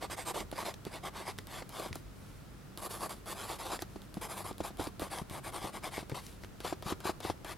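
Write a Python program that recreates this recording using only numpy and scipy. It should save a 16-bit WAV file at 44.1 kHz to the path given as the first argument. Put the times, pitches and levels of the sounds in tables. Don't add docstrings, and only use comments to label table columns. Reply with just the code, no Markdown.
import sys
import numpy as np
from scipy import signal
from scipy.fft import rfft, irfft, next_fast_len
from scipy.io import wavfile

SR = 44100
rng = np.random.default_rng(int(sys.argv[2]) if len(sys.argv) > 2 else 0)


def dump_mix(stems):
    frames = np.atleast_2d(stems).T
    limited = np.clip(frames, -1, 1)
    pcm = np.round(limited * 32767).astype(np.int16)
    wavfile.write(sys.argv[1], SR, pcm)


N = 333837
TIME_S = np.arange(N) / SR

# start_s, end_s, top_speed_place [0-1], scratch_db, page_db
STROKES = [(0.006, 0.073, 0.39, -48, -41), (0.097, 0.159, 0.42, -45, -44.5),
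           (0.162, 0.249, 0.33, -47.5, -44.5), (0.247, 0.327, 0.49, -43.5, -37.5),
           (0.335, 0.443, 0.23, -46, -39.5), (0.55, 0.649, 0.6, -46.5, -40.5),
           (0.642, 0.729, 0.24, -45.5, -40), (0.907, 1.001, 0.42, -51, -46), (1.025, 1.099, 0.65, -47, -40),
           (1.128, 1.265, 0.36, -51, -45.5), (1.25, 1.331, 0.48, -47.5, -42.5),
           (1.49, 1.626, 0.65, -50, -47.5), (1.717, 1.916, 0.43, -49.5, -43.5),
           (1.931, 1.984, 0.44, -57.5, -62), (2.812, 2.888, 0.47, -47.5, -41.5),
           (2.889, 3.014, 0.21, -48.5, -46), (2.994, 3.084, 0.47, -46, -39),
           (3.088, 3.154, 0.22, -48.5, -44.5), (3.251, 3.344, 0.73, -47, -43.5),
           (3.329, 3.495, 0.59, -49, -45.5), (3.477, 3.585, 0.17, -47.5, -42.5),
           (3.582, 3.665, 0.26, -48.5, -44.5), (3.649, 3.704, 0.22, -48.5, -42),
           (3.688, 3.783, 0.47, -45, -39), (3.791, 3.841, 0.6, -53.5, -58),
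           (4.21, 4.285, 0.16, -46.5, -41.5), (4.283, 4.357, 0.45, -47.5, -43.5),
           (4.348, 4.442, 0.41, -48.5, -44.5), (4.438, 4.521, 0.31, -49, -42.5),
           (4.628, 4.709, 0.35, -48.5, -43.5), (4.779, 4.899, 0.4, -49, -44),
           (4.991, 5.095, 0.45, -52, -45.5), (5.096, 5.236, 0.27, -48, -42.5),
           (5.299, 5.404, 0.71, -52, -45.5), (5.428, 5.515, 0.5, -48.5, -44),
           (5.515, 5.611, 0.5, -48.5, -43), (5.599, 5.717, 0.31, -49, -42), (5.722, 5.799, 0.5, -50, -45),
           (5.822, 5.903, 0.39, -46.5, -41.5), (5.905, 6.035, 0.42, -47.5, -47),
           (6.143, 6.217, 0.1, -49, -43.5), (6.634, 6.743, 0.3, -47, -43.5),
           (6.846, 6.934, 0.7, -45.5, -39.5), (7.037, 7.126, 0.33, -43.5, -39.5),
           (7.222, 7.338, 0.25, -48.5, -45), (7.454, 7.546, 0.69, -49.5, -47)]
# start_s, level_db
LANDINGS = [(0.5152, -27.5), (0.8517, -26.5), (1.3808, -33), (1.471, -28.5), (1.6927, -29), (2.775, -23),
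            (3.259, -35), (4.019, -36), (4.1423, -30), (4.582, -30.5), (4.7717, -35), (4.996, -25),
            (5.2982, -28.5), (6.0968, -30), (6.6041, -28.5), (6.8245, -30), (7.004, -32.5), (7.204, -31),
            (7.447, -28.5)]
# start_s, level_db, pitch_hz
KNOCKS = [(0.099, -32.5, 760), (0.344, -27.5, 670), (0.409, -29, 320), (0.437, -40, 109), (0.527, -26, 355),
          (0.629, -32, 450), (0.867, -25, 284), (1.389, -35.5, 253), (1.621, -31.5, 660), (1.861, -29, 580),
          (1.909, -33.5, 131), (1.957, -29, 500), (3.823, -25, 500), (3.959, -30.5, 382), (4.17, -26, 303),
          (4.511, -29, 393), (4.6042, -20.5, 393), (4.706, -32, 305), (4.796, -20.5, 367), (4.81, -27, 504),
          (4.87, -26.5, 322), (4.997, -31, 455), (5.02, -21.5, 365), (5.216, -29, 221), (5.311, -30, 212),
          (5.643, -28, 320), (5.98, -22, 316), (6.028, -33, 438), (6.122, -25, 185), (6.648, -23.5, 676),
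          (6.726, -20, 466), (6.86, -31, 223), (6.923, -21.5, 465), (7.054, -22, 506), (7.0944, -18.5, 487),
          (7.2499, -23, 470), (7.2995, -18.5, 534)]
# start_s, level_db, tilt_db_per_octave
CLICKS_AND_TICKS = [(0.4044, -24.5, 2), (0.7405, -29.5, 1), (1.3865, -21.5, 0.5), (1.624, -28, -5),
                    (1.929, -21.5, 0), (1.9554, -26, 8), (3.7915, -25.5, -2), (3.8212, -21.5, 7),
                    (4.528, -36.5, 2), (4.8715, -25.5, -0.5), (5.1858, -24, -1), (6.117, -25.5, -8),
                    (6.266, -30.5, 7), (6.4362, -30, -5.5), (6.4466, -28, -1.5), (6.6469, -39, -1),
                    (7.299, -27, 0)]
# start_s, end_s, level_db at top speed
SLIDES = [(1.96, 2.014, -57), (2.095, 2.503, -62), (3.12, 3.224, -58), (3.876, 4.014, -62),
          (6.17, 6.386, -52), (6.407, 6.48, -56)]
# time_s, low_ring_hz, low_ring_db, high_ring_db, hiss_db, bite_db
GRIP = [(0.03, 8300, -12, -28, -9, 0.5), (0.29, 8430, -4.5, -26, -2.5, 2), (0.55, 8300, -24, -20, -6, -1.5),
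        (1.07, 8200, -15, -25, -8.5, 5), (1.8, 8300, -19, -12, -6.5, -4),
        (2.85, 8700, -22, -1.5, -2.5, -4.5), (3.7, 7500, -22, -16, -4, -1), (4.35, 8900, -24, -4, -3, -0.5),
        (4.85, 8800, -22, -11, -4.5, -2.5), (5.04, 9000, -12, -8, -7.5, 1.5),
        (5.55, 8850, -7, -9, -8.5, 2.5), (5.85, 9000, -15, -18, -7.5, 2.5),
        (6.9, 7100, -15, -27, -4.5, -5.5), (7.45, 7000, -24, -17, -7.5, 3)]
# time_s, level_db re landing
LOOSENESS = [(0.5, -15), (5, -16), (6.1, -3), (7.5, -4)]
# freq_hz, level_db
PAGE_COLOUR = [(60, -49), (150, -9), (260, -12.5), (340, 0.5), (440, -3.5), (700, 0.5), (900, 0.5),
               (1020, 0), (1160, 0.5), (1400, -11), (1800, -64), (4000, -56.5)]
# freq_hz, level_db
RASP_COLOUR = [(900, -23.5), (1400, 7), (1750, 2), (2250, 4.5), (2750, -1.5), (3350, 2.45), (4400, -0.5),
               (5100, 0.5), (5600, -7.5), (6600, -9.5), (7500, -42), (10000, -34)]
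# freq_hz, level_db
NIB_HISS_COLOUR = [(5000, -26.5), (7200, 3), (8300, 1), (9500, 2.5), (11000, 2), (12000, -1), (12700, -3),
                   (13700, -7), (14600, -6), (16000, -31.5)]
# freq_hz, level_db
TICK_COLOUR = [(300, -8), (1250, -3), (1700, -8), (2400, -8), (3300, 2), (5100, -4), (5900, -10),
               (8000, -7), (11200, -2), (13500, -7), (16000, -14)]
# freq_hz, level_db
CLICK_COLOUR = [(500, -0.5), (1300, -6.5), (2000, 1), (2700, -7.5), (3800, -3.5), (6200, -7.5), (7500, -17),
                (11000, -16), (16000, -30)]
# freq_hz, level_db
CRACKLE_COLOUR = [(300, -9), (800, -3.5), (1300, -1.5), (2200, -10.5), (4000, -11), (8000, -20),
                  (16000, -37)]
# freq_hz, level_db, t60_s
PAD_MODES = [(95.5, -6, 0.1), (136.5, -2.5, 0.034), (203.4, -1.5, 0.027), (314, -5, 0.032),
             (373, -4.5, 0.033), (505, 6, 0.011), (658, 6, 0.012), (770, 0.5, 0.01), (950, -10, 0.03),
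             (1180, 1, 0.022)]
# freq_hz, level_db
SKIN_COLOUR = [(200, 9), (600, -1), (1500, -1), (4500, 0.5), (7000, -4.5), (11000, 0), (16000, -15)]
# freq_hz, side_minus_mid_db
PEN_WIDTH = [(100, -5.5), (300, -9.5), (700, -15), (2000, -24), (4500, -44), (6000, -21), (7000, -4),
             (8200, -8), (10000, -19), (13000, -10)]
# freq_hz, left_minus_right_db
PEN_BALANCE = [(150, -5), (350, -7.5), (700, -1.5), (1400, -3), (3000, -4.3), (5500, -3.4), (9000, -4),
               (13000, -4)]
# time_s, left_minus_right_db
PEN_PLACE = [(0, 1.5), (1.8, 4), (3, 2.9), (5, 4.5), (7.5, 6.5)]
# freq_hz, level_db
ROOM_COLOUR = [(300, 2), (1200, 0), (2500, -6), (5000, -2.5), (12000, 1)]
# freq_hz, level_db
FLOOR_COLOUR = [(13, -35), (22, -2.5), (118, -2), (278, -9.5), (496, -16), (690, -19), (988, -21.5),
                (1170, -21), (1380, -19.5), (1490, -22.5), (2450, -27.5), (5770, -32.5), (6270, -33.5),
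                (11500, -36), (16000, -39)]
# freq_hz, side_minus_mid_db
FLOOR_WIDTH = [(30, -15), (150, -2), (500, -2), (2000, -4), (12000, -1.5)]
# multiple_of_speed, level_db
HUM = [(1, -64), (2, -66), (3, -69), (4, -66)]

SKID_S, SKID_TOP, SKID_DB, SKID_PAGE_DB = 0.066, 0.067, -32, -29.5
HIGH_RING_HZ, HIGH_RING_WIDTH_HZ = 10620, 720
REBOUND_CYCLES, REBOUND_DB, REBOUND_PITCH = 1.29, -9, 0.76
SLIDE_TOP = 0.39
ROOM_T60_S, ROOM_DB = 0.58, -19.5
FLOOR_DB = -52
MOTOR_HZ = 48.57
CUTOFF_HZ = 16000


def writing(ring_width_hz, page_db, rasp_db, hiss_db, ring_db, speed_power,
            page_lumps_db, bite_hz, bite_spread_db, catch_db):
    force = friction(tooth_db=1.43, fibres_per_s=350, fibre_db=-8.0)
    force = force + from_db(catch_db) * catches(per_s=45, size_db=2.5)
    force = turning(force, depth_db=-5, changes_per_s=25)
    page = rms_one(colour(force, PAGE_COLOUR))
    page = page * from_db(page_lumps_db * drift(80))
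    rasp = rms_one(colour(force, RASP_COLOUR))
    hiss = rms_one(colour(force, NIB_HISS_COLOUR))
    bite = signal.lfilter(*signal.iirpeak(bite_hz, 2, fs=SR), rasp)

    skids = [(s, s + SKID_S, SKID_TOP, db + SKID_DB, db + SKID_PAGE_DB) for s, db in LANDINGS]
    moves = list(STROKES) + skids
    bite_chances = rng.standard_normal(len(moves))
    grip_s, *grip = np.transpose(GRIP)
    out = np.zeros(N)
    for (start_s, end_s, top, scratch_level_db, page_level_db), chance in zip(moves, bite_chances):
        span, speed = glide(start_s, end_s, top)
        middle_s = (start_s + end_s) / 2
        low_hz, low_db, high_db, grip_hiss_db, bite_db = (np.interp(middle_s, grip_s, c) for c in grip)
        bite_gain = from_db(bite_db + bite_spread_db * chance) - 1
        scratch = from_db(rasp_db) * rms_one(rasp[span] + bite_gain * bite[span])
        scratch += from_db(grip_hiss_db + hiss_db) * rms_one(hiss[span])
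        scratch += from_db(low_db + ring_db) * resonate(force[span], low_hz, ring_width_hz)
        scratch += from_db(high_db + ring_db) * resonate(force[span], HIGH_RING_HZ, HIGH_RING_WIDTH_HZ)
        sound = from_db(scratch_level_db) * rms_one(scratch)
        sound += from_db(page_level_db + page_db) * rms_one(page[span])
        add(out, start_s, sound * rms_one(speed ** speed_power))
    return out


def friction(tooth_db, fibres_per_s, fibre_db):
    drag = rms_one(rng.standard_normal(N) * from_db(tooth_db * drift(700)))
    snaps = rng.random(N) < fibres_per_s / SR
    fibres = snaps * rng.choice([-1, 1], N) * rng.uniform(0.26, 1, N)
    return rms_one(drag + from_db(fibre_db) * rms_one(fibres))


def catches(per_s, size_db):
    sizes = from_db(size_db * np.minimum(rng.exponential(1, N), 3)) * rng.choice([-1, 1], N)
    return rms_one(sizes * (rng.random(N) < per_s / SR))


def turning(x, depth_db, changes_per_s):
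    paths = sum(drift(changes_per_s) * echoes(x, t60_s=.012, size=1024) for _ in range(10))
    paths = signal.sosfilt(signal.butter(1, 2000, "high", fs=SR, output="sos"), paths)
    return x + from_db(depth_db) * rms_one(paths)


def glide(start_s, end_s, top):
    span = slice(max(int(start_s * SR), 0), int(end_s * SR))
    top_s = start_s + np.clip(top, .05, .95) * (end_s - start_s)
    phase = np.interp(TIME_S[span], [start_s, top_s, end_s], [0, .5, 1])
    return span, np.abs(np.sin(np.pi * phase))


def resonate(x, hz, width_hz):
    return rms_one(signal.lfilter(*signal.iirpeak(hz, hz / width_hz, fs=SR), x))


def contacts(tick_db, knock_db, click_db, thud_hz):
    out = np.zeros(N)
    for s, db in LANDINGS:
        tick = snap(TICK_COLOUR, rattle_db=-15, rattle_t60_s=.004)
        add(out, s, at_peak(tick, db + tick_db))
        thud = knock(thud_hz, crackle_db=-5)
        add(out, s, at_peak(thud, db + np.interp(s, *np.transpose(LOOSENESS))))
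    for s, db, pitch_hz in KNOCKS:
        add(out, s, at_peak(press(pitch_hz), db + knock_db))
    for s, db, tilt_db in CLICKS_AND_TICKS:
        spectrum = [(hz, level_db + tilt_db * np.log2(hz / 1000)) for hz, level_db in CLICK_COLOUR]
        click = snap(spectrum, rattle_db=-9.0, rattle_t60_s=0.015)
        add(out, s, at_peak(click, db + click_db))
    return out


def snap(spectrum, rattle_db, rattle_t60_s, size=2048):
    force = from_db(rattle_db - 60 * TIME_S[:size] / rattle_t60_s) * rng.standard_normal(size)
    force[0] = 1
    return colour(force, spectrum)


def press(pitch_hz):
    sound = knock(pitch_hz, crackle_db=-11.5)
    rebound = knock(pitch_hz * REBOUND_PITCH, crackle_db=-5)
    add(sound, REBOUND_CYCLES / pitch_hz, from_db(REBOUND_DB) * rebound)
    return sound


def knock(pitch_hz, crackle_db, sag_hz=170, sag_db=-14):
    thud = at_peak(pad(pitch_hz), 0) + at_peak(pad(sag_hz), sag_db)
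    sound = signal.sosfilt(signal.butter(1, pitch_hz / 4, "high", fs=SR, output="sos"), thud)
    crackle = at_peak(snap(CRACKLE_COLOUR, rattle_db=-3, rattle_t60_s=0.057), crackle_db)
    add(sound, 0, crackle * pitch_hz / 500)
    return sound


def pad(pitch_hz, spread_octaves=0.83, size=4000):
    hz, db, t60_s = np.transpose(PAD_MODES)[:, :, None]
    answer = np.exp(-.5 * (np.log2(hz / pitch_hz) / spread_octaves) ** 2)
    strength = from_db(db + rng.normal(0, 1.8, hz.shape)) * answer
    t = TIME_S[:size]
    swing = np.sin(2 * np.pi * hz * t + rng.uniform(-0.96, 0.85, hz.shape))
    onset = 1 - np.exp(-t * pitch_hz / .4)
    return np.sum(strength * swing * from_db(-60 * t / t60_s), axis=0) * onset


def hand(level_db):
    level = np.zeros(N)
    for start_s, end_s, db in SLIDES:
        span, speed = glide(start_s, end_s, SLIDE_TOP)
        level[span] += from_db(db + level_db) * speed
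    brush = rng.standard_normal(N) * from_db(0.9 * drift(200))
    return level * rms_one(colour(brush, SKIN_COLOUR))


def microphones(pen):
    side = colour(echoes(pen, t60_s=.025), PEN_WIDTH)
    balance = np.array(PEN_BALANCE)
    left = colour(pen + side, balance * [1, .5])
    right = colour(pen - side, balance * [1, -.5])
    place_db = np.interp(TIME_S, *np.transpose(PEN_PLACE))
    return np.array([left, right]) * from_db(place_db * [[.5], [-.5]])


def room_echo(pen):
    return colour(np.array([echoes(pen, ROOM_T60_S), echoes(pen, ROOM_T60_S)]), ROOM_COLOUR)


def room_floor(level_db):
    rumble = colour(rng.standard_normal((2, N)), FLOOR_COLOUR)
    highpass = signal.butter(2, 32, "high", fs=SR, output="sos")
    mid, side = rms_one(signal.sosfilt(highpass, rumble))
    return from_db(FLOOR_DB + level_db) * (mid + colour(side, FLOOR_WIDTH) * [[1], [-1]])


def motor(waver_db):
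    turns_rad = 2 * np.pi * MOTOR_HZ * TIME_S
    hum = np.zeros(N)
    for multiple, db in HUM:
        level = np.sqrt(2) * from_db(db + waver_db * drift(8.7))
        hum += level * np.sin(round(multiple) * turns_rad + rng.uniform(0, 2 * np.pi))
    return hum


def from_db(db):
    return 10 ** (np.asarray(db) / 20)


def rms_one(x):
    return x / np.sqrt(np.mean(x ** 2) + 1e-20)


def at_peak(sound, db):
    return from_db(db) * sound / np.max(np.abs(sound))


def add(track, s, sound):
    i = max(int(s * SR), 0)
    track[i:i + len(sound)] += sound[:max(len(track) - i, 0)]


def at_hz(points, size):
    hz, value = np.transpose(points)
    return np.interp(np.log(np.arange(size // 2 + 1) * SR / size + 1), np.log(hz), value)


def colour(x, spectrum):
    size = 2 * next_fast_len(x.shape[-1] // 2 + 1024)
    cepstrum = irfft(np.log(from_db(at_hz(spectrum, size))))
    cepstrum[1:size // 2] *= 2
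    cepstrum[size // 2 + 1:] = 0
    return irfft(rfft(x, size) * np.exp(rfft(cepstrum)))[..., :x.shape[-1]]


def drift(rate_hz):
    steps = rng.standard_normal(N)
    return rms_one(np.interp(TIME_S * rate_hz, np.arange(N), steps))


def echoes(x, t60_s, size=16384):
    t = TIME_S[:size]
    tail = rng.standard_normal(size) * from_db(-60 * t / t60_s) * (1 - np.exp(-t * 50 / t60_s))
    return signal.oaconvolve(x, tail / np.linalg.norm(tail))[:N]


def scene():
    pen = writing(ring_width_hz=180, page_db=-3.0, rasp_db=1.5, hiss_db=0.5, ring_db=0.5,
                  speed_power=1.02, page_lumps_db=2.0, bite_hz=2080, bite_spread_db=1.7, catch_db=-13.5)
    pen = pen + contacts(tick_db=0, knock_db=-1.5, click_db=-5.0, thud_hz=526)
    pen = pen + hand(level_db=-3.5)
    near = microphones(pen) + from_db(ROOM_DB) * room_echo(pen)
    return near + room_floor(level_db=-1.0) + motor(waver_db=3.5)


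def record(dry):
    return signal.sosfilt(signal.ellip(10, .1, 70, CUTOFF_HZ, fs=SR, output="sos"), dry)


dry = scene()
out = record(dry)
dump_mix(out)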